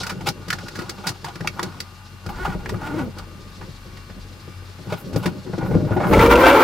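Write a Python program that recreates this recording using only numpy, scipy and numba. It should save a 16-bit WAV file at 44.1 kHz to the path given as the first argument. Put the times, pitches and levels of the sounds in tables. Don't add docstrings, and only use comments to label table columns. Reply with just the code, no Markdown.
import sys
import numpy as np
from scipy import signal
from scipy.fft import rfft, irfft, next_fast_len
from scipy.io import wavfile
from scipy.ndimage import uniform_filter1d
from numba import njit

SR = 44100
rng = np.random.default_rng(int(sys.argv[2]) if len(sys.argv) > 2 else 0)


def master_out(mix):
    frames = np.transpose(np.atleast_2d(mix))
    ceiling = np.clip(frames, -1, 1)
    pcm = np.round(ceiling * 32767).astype(np.int16)
    wavfile.write(sys.argv[1], SR, pcm)


N = 292383
T = np.arange(N) / SR

# (frequency [Hz], density [dB per Hz])
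AIR_SPECTRUM = [(15, -16), (40, -27), (100, 6.5), (200, -5.5), (400, -18), (700, -16.5), (1200, -12.5),
                (1600, -14.5), (1900, -16.5), (3500, -22.5), (4800, -31), (7000, -30.5), (14500, -32.5),
                (16000, -46)]
# (frequency [Hz], mean peak level [dB])
GYRO_TONES = [(43.1, -47), (91.5, -43.5), (834.4, -61.5), (1114, -59.5), (1206, -57), (1491, -62),
              (2331, -65), (2772, -59.5), (4290, -64), (4958, -65), (5039, -72)]
# (frequency [Hz], width [Hz], gain [dB])
CABIN_MODES = [(40.4, 56, -17), (96, 22.3, -1), (130.5, 22.6, 4), (193, 26.1, 5.5), (278, 80, -3),
               (354.4, 62.5, -0.5), (586, 115, -12)]
# (frequency [Hz], width [Hz], gain [dB])
DASH_MODES = [(828, 163, 13), (1156, 240, 9.5), (1450, 84, 15.5), (2250, 590, 0)]
# (frequency [Hz], width [Hz], gain [dB])
FRAME_MODES = [(58, 12, -2), (109, 34, -9), (199, 57, -9.5), (256.7, 13, 6), (344, 90, 3.5), (560, 78, 2.5)]
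# (frequency [Hz], width [Hz], gain [dB])
COWL_MODES = [(677, 43, 1), (875, 57, 6.5), (1003, 19, 1), (1293, 51, 1), (1387, 31, 6), (1534, 28, 0.5),
              (2045, 180, -12), (2326, 18, 0.5), (2710, 140, -12), (3400, 620, -19.5)]
# (time [s], rumble level [dB], cloth level [dB])
SHIFT_LEVELS = [(0, -29.5, -26), (0.06, -44, -54), (0.29, -28, -55), (0.38, -40.5, -56), (0.56, -40.5, -51),
                (0.62, -37.5, -48), (0.78, -42.5, -51), (0.85, -37.5, -50.5), (1.2, -44, -53.5),
                (1.7, -36, -51.5), (1.85, -51.5, -55.5), (2.22, -50, -55), (2.3, -37, -53),
                (2.47, -35, -54.5), (3.0, -29, -56), (3.15, -40.5, -56), (3.7, -45, -54.5),
                (4.75, -48.5, -55.5), (4.95, -33.5, -52.5), (5.3, -29, -55.5), (5.57, -47, -52.5),
                (5.65, -21.5, -52.5), (6.07, -25, -53), (6.12, -21, -50)]
# (time [s], level [dB])
SWAY_LEVELS = [(0, -48), (2.24, -74), (2.28, -39), (2.5, -32.5), (2.8, -44), (2.95, -41), (3.3, -47.5),
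               (4.7, -55), (5.4, -64), (5.75, -31), (6.12, -41)]
# (loudest time [s], level [dB], rasp against scrape [dB], swell [s], fade [s])
SCRAPE_STROKES = [(0.01, -37, -12, 0.03, 0.14), (0.11, -38, -10, 0.22, 0.04), (0.216, -48, -15, .06, .1),
                  (0.272, -22, -1, 0.013, 0.034), (0.45, -49, -15, 0.17, .1), (0.537, -30, -8, .04, 0.027),
                  (0.6, -45.5, -12, 0.027, .5), (0.77, -39.5, -11, .05, 0.27),
                  (1.074, -30.5, -9, 0.072, 0.078), (1.26, -31.5, -11, 0.028, 0.089),
                  (1.36, -42, -8, 0.023, 0.018), (1.405, -36, -15, 0.0064, 0.021),
                  (1.45, -39, -20, .03, 0.058), (1.598, -31, -16, 0.059, 0.13),
                  (1.65, -52.5, -12, 0.044, 0.9), (2.296, -40, -15, .06, 0.086),
                  (2.462, -32, -14, 0.13, 0.14), (2.658, -30, -8, 0.011, 0.011),
                  (2.694, -37, 0, .01, 0.015), (2.85, -40.5, -11, 0.16, .4), (3.0, -38, -14, 0.32, 0.039),
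                  (3.196, -43, -12, 0.063, 0.075), (4.924, -33, -7.5, 0.058, 0.12),
                  (5.16, -29, -10.5, 0.028, 0.039), (5.262, -30, -5, 0.043, 0.04),
                  (5.55, -49, -18, 0.3, 0.14), (5.62, -35, -21, 0.11, 0.28), (5.68, -44, -23, 0.078, 0.17),
                  (5.92, -33, -18, 0.13, 0.059), (6.05, -25.5, -23, 0.1, 0.098)]
# (time [s], clack level [dB], clack pitch [Hz],
# tick level [dB], thump level [dB], starting thump pitch [Hz], 60 dB decay of clack and tick [s])
KNOCK_EVENTS = [(0.03, -30.5, 1440, -39.5, -44, 207, 0.068), (0.065, -30.5, 1440, -34.5, -31, 116, 0.041),
                (0.093, -29, 1480, -40, -37, 205, 0.091), (0.116, -44, 786, -56, -25.5, 194, 0.041),
                (0.206, -33.5, 780, -52.5, -30, 340, 0.064), (0.269, -12, 620, -28.5, -22, 362, .028),
                (0.287, -28, 990, -18, -22.5, 177, 0.017), (0.481, -33, 1220, -40.5, -26.5, 185, .038),
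                (0.502, -11, 1800, -22.5, -36, 124, 0.019), (0.527, -15.5, 1450, -29, -29, 128, .029),
                (0.584, -26.5, 1390, -46, -39, 121, 0.034), (0.682, -33.5, 1510, -37.5, -39, 94, 0.029),
                (0.752, -39, 1470, -48.5, -38, 382, .14), (0.787, -32, 1430, -46, -23.5, 198, 0.067),
                (0.818, -28, 805, -41, -27, 360, 0.024), (0.893, -35, 1540, -30.5, -28.5, 366, 0.033),
                (1.067, -31, 880, -31.5, -27.5, 186, 0.095), (1.089, -38, 990, -28.5, -39, 374, 0.033),
                (1.243, -24.5, 1010, -39, -31.5, 120, 0.04), (1.282, -28, 810, -50, -38, 192, 0.048),
                (1.355, -21.5, 1210, -41, -30, 182, 0.021), (1.406, -24.5, 1600, -41.5, -22, 170, 0.022),
                (1.445, -20.5, 810, -65, -27, 178, 0.033), (1.473, -2.5, 2230, -20, -42, 130, 0.013),
                (1.593, -4.5, 1120, -32.5, -26, 363, 0.017), (1.628, -30, 1700, -28, -23.5, 362, 0.029),
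                (1.802, -30.5, 1950, -26.5, -35, 93, 0.021), (2.262, -29.5, 1360, -41.5, -24, 95.5, 0.027),
                (2.289, -29.5, 1370, -50, -25, 101, 0.034), (2.478, -42, 1100, -65, -20.5, 183, 0.041),
                (2.551, -45, 635, -66, -21, 196, .033), (2.657, -15, 1270, -50, -41, 108, 0.025),
                (2.691, -21.5, 1080, -39, -28, 95, 0.039), (2.721, -43, 991, -59, -19, 111, .042),
                (2.74, -27, 1360, -58, -21, 115, 0.035), (3.182, -44, 1360, -45.5, -34.5, 174, 0.058),
                (3.609, -33, 1040, -63, -32.5, 92, 0.11), (3.968, -38, 1090, -55, -49, 99, 0.059),
                (4.097, -38, 600, -65, -32.5, 91, 0.071), (4.477, -46, 1120, -73, -30.5, 186, 0.13),
                (4.789, -48, 834, -73, -31.5, 194, .045), (4.872, -48, 780, -55, -24, 116, .024),
                (4.922, -17, 580, -44.5, -17, 171, 0.043), (5.129, -40, 597, -54, -22, 105, 0.11),
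                (5.16, -26, 690, -29, -9.5, 124, 0.019), (5.257, -15.5, 1150, -34, -12, 181, 0.043),
                (5.464, -35, 608, -66, -24.5, 384, .042), (5.495, -49, 786, -63, -23, 118, .041),
                (5.533, -25, 625, -69, -19, 200, 0.058), (5.58, -35, 644, -49.5, -16.5, 333, 0.054),
                (5.627, -29.5, 840, -70, -16.5, 129, 0.11), (5.713, -27, 640, -64, -13, 139, 0.085),
                (5.752, -35, 593, -60, -4.5, 112, 0.063), (5.909, -26.5, 640, -68, -9, 116, 0.14),
                (5.963, -22.5, 755, -65, -11.5, 373, 0.14), (5.999, -20.5, 670, -73, -37, 124, 0.21),
                (6.066, -10.5, 730, -61, -19.5, 387, .027), (6.111, -9, 720, -53, -10, 324, 0.028)]
# (time [s], mean slip rate [Hz], level [dB], brightness [dB])
CREAK_STROKES = [
    [(2.3, 278.2, -51, 1), (2.396, 375.7, -49.5, 12), (2.41, 368.5, -27.5, -8), (2.446, 404.3, -42.5, 6.5),
     (2.502, 370, -37.5, -0.5), (2.548, 308, -37, -1.5), (2.56, 282, -34, -31)],
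    [(2.78, 326.5, -43, -10), (2.842, 288, -41, 3.5), (2.918, 282.7, -28.5, -15), (2.97, 339.8, -24.5, -14),
     (3.006, 279.5, -23.5, -14.5), (3.058, 259, -31, -22), (3.094, 227, -38, -27), (3.12, 189.8, -52, -9)],
    [(5.99, 533.6, -46, -1), (6.004, 557, -37.5, -2.5), (6.09, 536, -35, 0.5), (6.1, 520, -44, 5)],
]
# (time [s], burst level [dB], ring pitch [Hz])
CLANK_EVENTS = [(6.134, -12.5, 2150), (6.146, -16.5, 2120), (6.192, -15, 2010), (6.211, -18, 2330),
                (6.26, -15, 2280), (6.31, -16, 2100), (6.336, -18, 2180), (6.355, -13.5, 2580),
                (6.445, -21, 2640), (6.465, -15, 2210), (6.529, -17.5, 2220)]
# (time [s], mean tooth rate [Hz], gear tone level [dB], grind level [dB])
CRANK_COURSE = [(6.1, 424.7, -34, -77), (6.134, 440.6, -28, -14.5), (6.176, 432, -25, -30.5),
                (6.195, 447.4, -24, -13.5), (6.22, 461, -11, -15), (6.288, 470.5, -7, -30),
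                (6.316, 472, -12.5, -10.5), (6.36, 479, -10.5, -16), (6.41, 504, -42, -20.5),
                (6.45, 518.8, -42, -8.5), (6.5, 539.7, -26, -9), (6.538, 580.6, -9.5, -16),
                (6.564, 440.7, -25, -17), (6.63, 447, -15, -14.5)]
# (frequency [Hz], density [dB per Hz])
HISS_SPECTRUM = [(590, 5), (1000, 12), (1350, 2), (1690, -6.5), (2350, -13), (2520, -16.5), (7900, -43),
                 (14800, -36.5), (16300, -41)]

AIR_DB = -46.5
TREBLE_DB = -31.5
SWAY_SPREAD_DB = 0.5
KNOCK_RISE_S, KNOCK_PAN_DB = 0.0049, 0
CRACK_DB, RATTLE_DB = 7.5, 13.5
CLANK_T60_S = 0.041
LOAD_REF_DB = -15
SHUDDER_DB, SHUDDER_FOLLOW = -13.5, 0.08
HISS_DB, HISS_FOLLOW = -19, 0.36
BOOM_DB, BOOM_PEAK_S, BOOM_SWELL_S, BOOM_FADE_S = -11, 6.18, 0.096, 0.42
TOP_HZ = 15800


def undb(db):
    return 10 ** (np.asarray(db) / 20)


def unit(x):
    return x / np.sqrt(np.mean(x ** 2))


def noise():
    return rng.standard_normal(N)


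@njit
def svf(x, hz, width):
    y, b, l = np.empty(len(x)), 0., 0.
    g, k = np.tan(np.pi * hz / SR), width / hz
    for i in range(len(x)):
        v = (b + g * (x[i] + 1e-18 - l)) / (1 + g * (g + k))
        b, l, y[i] = 2 * v - b, l + 2 * g * v, k * v
    return y


@njit
def slips(hz, stretch, size):
    out, phase, k = np.zeros(len(hz) + 1), 0., 0
    for i in range(len(hz)):
        step = hz[i] * stretch[k] / SR
        phase += step
        if phase >= 1:
            phase, k = phase - 1, k + 1
            out[i] += size[k] * phase / step
            out[i + 1] += size[k] * (1 - phase / step)
    return out[:-1]


def pulses(hz, jitter, scatter_db):
    chance = rng.standard_normal((N // 40, 2)).T
    stretch = np.clip(1 + jitter * chance[0], .3, 3)
    return slips(hz, stretch, undb(scatter_db * chance[1]))


def body(x, modes):
    return sum((-1) ** k * undb(db) * svf(x, 1. 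* f, 1. * w) for k, (f, w, db) in enumerate(modes))


def walk(rate):
    k = int(SR / rate)
    held = np.repeat(rng.standard_normal(N // k + 1), k)
    return 1.7 * uniform_filter1d(uniform_filter1d(held, k), k)[:N]


def read(table):
    s, *columns = np.transpose(table)
    gate = np.clip(np.minimum(T - s[0], s[-1] - T + 0.008) / 0.005, 0, 1)
    return gate, [np.interp(T, s, c) for c in columns]


def hump(s, db, swell, fade):
    return undb(db - 20 * np.maximum((s - T) / max(swell, .004), (T - s) / max(fade, .004)))


def coloured(points):
    f, db = np.transpose(points)
    size = next_fast_len(N)
    bins_hz = np.arange(size // 2 + 1) * SR / size
    gain = undb(np.interp(np.log(bins_hz + 1), np.log(f), db))
    return irfft(rfft(rng.standard_normal(size)) * gain, size)[:N]


def treble(x, hz):
    return signal.sosfilt(signal.butter(1, hz, "high", fs=SR, output="sos"), x)


def spread(x, pan_db, side):
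    return x * undb(np.array([[pan_db], [-pan_db]]) / 2) + side * np.array([[1], [-1]])


def air():
    drift = 1 + .001 * walk(3)
    tones = 0
    for f, db in GYRO_TONES:
        level = undb(db + 2.2 * walk(9.4))
        tones = tones + level * np.sin(np.cumsum(2 * np.pi * f / SR * drift))
    mid, side = coloured(AIR_SPECTRUM), treble(coloured(AIR_SPECTRUM), 2600)
    gain = undb(AIR_DB + 0.36 * walk(2.27)) / np.std(mid)
    return spread(gain * mid + tones, 4.4, 1.38 * gain * side)


def rumbling():
    rumble = unit(body(noise() * undb(3 * walk(45)), CABIN_MODES[1:]))
    hiss = unit(svf(noise() * undb(7.5 * walk(36)), 12700.0, 6000.0))
    return rumble + undb(TREBLE_DB) * hiss


def swaying():
    low = CABIN_MODES[:1]
    level = undb(read(SWAY_LEVELS)[1][0] + SWAY_SPREAD_DB * walk(14))
    return unit(body(body(noise(), low), low)) * level


def scraping():
    grains = noise() * undb(4 * walk(120))
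    scrape = unit(body(svf(grains, 490.0, 1260.0), DASH_MODES))
    rasp = unit(svf(grains, 2770.0, 1700.0)) + 0.26 * unit(treble(grains, 6500))
    out = 0
    for s, db, bright_db, swell, fade in SCRAPE_STROKES:
        out = out + hump(s, db, swell, fade) * (scrape + undb(bright_db) * rasp)
    return out


def rustling():
    flicker = undb(1.65 * walk(70))
    return unit(svf(svf(noise() * flicker, 4300.0, 2400.0), 4240.0, 4500.0))


def shifting():
    gate, (rumble_db, cloth_db) = read(SHIFT_LEVELS)
    mid = undb(rumble_db) * rumbling() + swaying()
    mid = mid + undb(cloth_db) * rustling() + scraping()
    return spread(gate * mid, 1.6, 0)


def knocks():
    out, push, thud, t = np.zeros((2, N)), np.zeros(N), np.zeros(N), T[:SR // 5]
    for s, clack_db, hz, tick_db, thump_db, thump_hz, t60 in KNOCK_EVENTS:
        a, b, c = rng.standard_normal((3, len(t)))
        fall = np.exp(-np.log(1000) * t / np.clip(t60, .008, .2)) * np.minimum(t / KNOCK_RISE_S, 1)
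        clack = unit(svf(svf(a, hz * 1., .4 * hz), hz * 1., .5 * hz)) + .4 * unit(body(a, DASH_MODES))
        crack = unit(svf(svf(a, 1730.0, 1600.0), 1700.0, 2100.0))
        crack = crack * undb((clack_db + tick_db) / 2 + CRACK_DB)
        tick = []
        for n in (b + 0.29 * c, b - 1.06 * c):
            broad = unit(svf(treble(n, 2800), 5100.0, 12000.0))
            tick.append(broad + 3.64 * unit(svf(n, 4750.0, 1470.0)))
        blow = undb(clack_db) * clack + crack + undb(tick_db) * np.array(tick)
        ring = np.sin(2 * np.pi * thump_hz * t * (1 - 0.95 * t))
        ring = ring * np.exp(-t / 0.014) * np.minimum(t / 0.004, 1)
        snap = np.exp(-t / 0.002) * np.sin(2 * np.pi * 450 * t)
        i = int(s * SR)
        out[:, i:i + len(t)] += spread(blow, KNOCK_PAN_DB, 0) * fall
        thud[i:i + len(t)] += undb(thump_db) * (ring + 0.87 * snap)
        push[i:i + len(t)] += undb(thump_db + RATTLE_DB) * c * np.exp(-t / 0.018)
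    return out + spread(thud + body(push, CABIN_MODES), 3.7, 0)


def creak():
    out = 0
    for stroke in CREAK_STROKES:
        gate, (hz, db, bright_db) = read(stroke)
        slip = pulses(hz * (1 + .03 * walk(60)), .02, 1.5)
        low = unit(svf(svf(slip, 180.0, 140.0), 160.0, 240.0))
        high = body(slip, DASH_MODES) + 0.28 * svf(slip, 450.0, 300.)
        high = high + 1.26 * svf(slip, 1830.0, 800.0) + 0.22 * svf(slip, 2200.0, 1260.0)
        hiss = unit(svf(noise(), 14600.0, 3500.0))
        out = out + gate * undb(db) * (low + undb(bright_db) * (unit(high) + undb(-26) * hiss))
    return spread(out, 0.88, 0)


def clanks():
    out, t = np.zeros(N + SR // 10), T[:SR // 10]
    fall = np.exp(-np.log(1000) * t / CLANK_T60_S) * np.minimum(t / 0.002, 1)
    for s, db, hz in CLANK_EVENTS:
        a = rng.standard_normal(len(t))
        burst = unit(svf(a, hz * 1., 0.1 * hz))
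        burst = burst + 0.1 * unit(svf(a, 2200.0, 1800.0)) + 0.22 * unit(svf(a, 1300.0, 740.0))
        i = int(s * SR)
        out[i:i + len(t)] += undb(db) * burst * fall
    return out[:N]


def gear_whine(hz):
    turn = np.cumsum(2 * np.pi * hz * (1 + .008 * walk(70)) / SR)
    tone = np.sin(turn) + 0.16 * np.sin(2 * turn) + 0.098 * np.sin(3 * turn) + 0.055 * np.sin(5 * turn)
    return tone * undb(1.5 * walk(60))


def fuselage_boom():
    level = hump(BOOM_PEAK_S, BOOM_DB, BOOM_SWELL_S, BOOM_FADE_S)
    return level * unit(body(noise(), FRAME_MODES[:3]))


def brush_hiss():
    return unit(treble(treble(coloured(HISS_SPECTRUM), 2800), 2700))


def starter():
    gate, (hz, whine_db, grind_db) = read(CRANK_COURSE)
    whine = gear_whine(hz)
    teeth = unit(pulses(hz, .03, 4.0)) + .8 * noise() * undb(3 * walk(60))
    grind = unit(body(teeth, COWL_MODES))
    load_db = grind_db - LOAD_REF_DB
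    shudder = unit(body(noise() + .5 * teeth, FRAME_MODES[3:]))
    shudder = shudder * undb(SHUDDER_DB + SHUDDER_FOLLOW * load_db)
    flicker = undb(HISS_DB + HISS_FOLLOW * load_db + 2.1 * walk(50))
    hiss, side = brush_hiss() * flicker, brush_hiss() * flicker
    mid = undb(whine_db) * whine + undb(grind_db) * grind + shudder + fuselage_boom() + hiss + clanks()
    unlike = 0.39 * side + 0.7 * svf(side, 7200.0, 3600.0)
    unlike = unlike + undb(grind_db - 13.0) * unit(body(noise(), COWL_MODES))
    return gate * spread(mid, 1.0, unlike)


def cabin_ring(near):
    t = T[:SR // 6]
    tail = rng.standard_normal((2, len(t))) * np.exp(-np.log(1000) * t / 0.073) * (t > .002)
    return signal.fftconvolve(treble(near, 213), tail, axes=1)[:, :N]


def scene():
    near = shifting() + knocks() + creak()
    return air() + near + undb(-27.0) * cabin_ring(near) + starter()


def record(dry):
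    rounded = np.tanh(1.05 * dry) / 1.05
    return signal.sosfilt(signal.ellip(8, .2, 60, TOP_HZ, fs=SR, output="sos"), rounded)


dry = scene()
out = record(dry)
master_out(out)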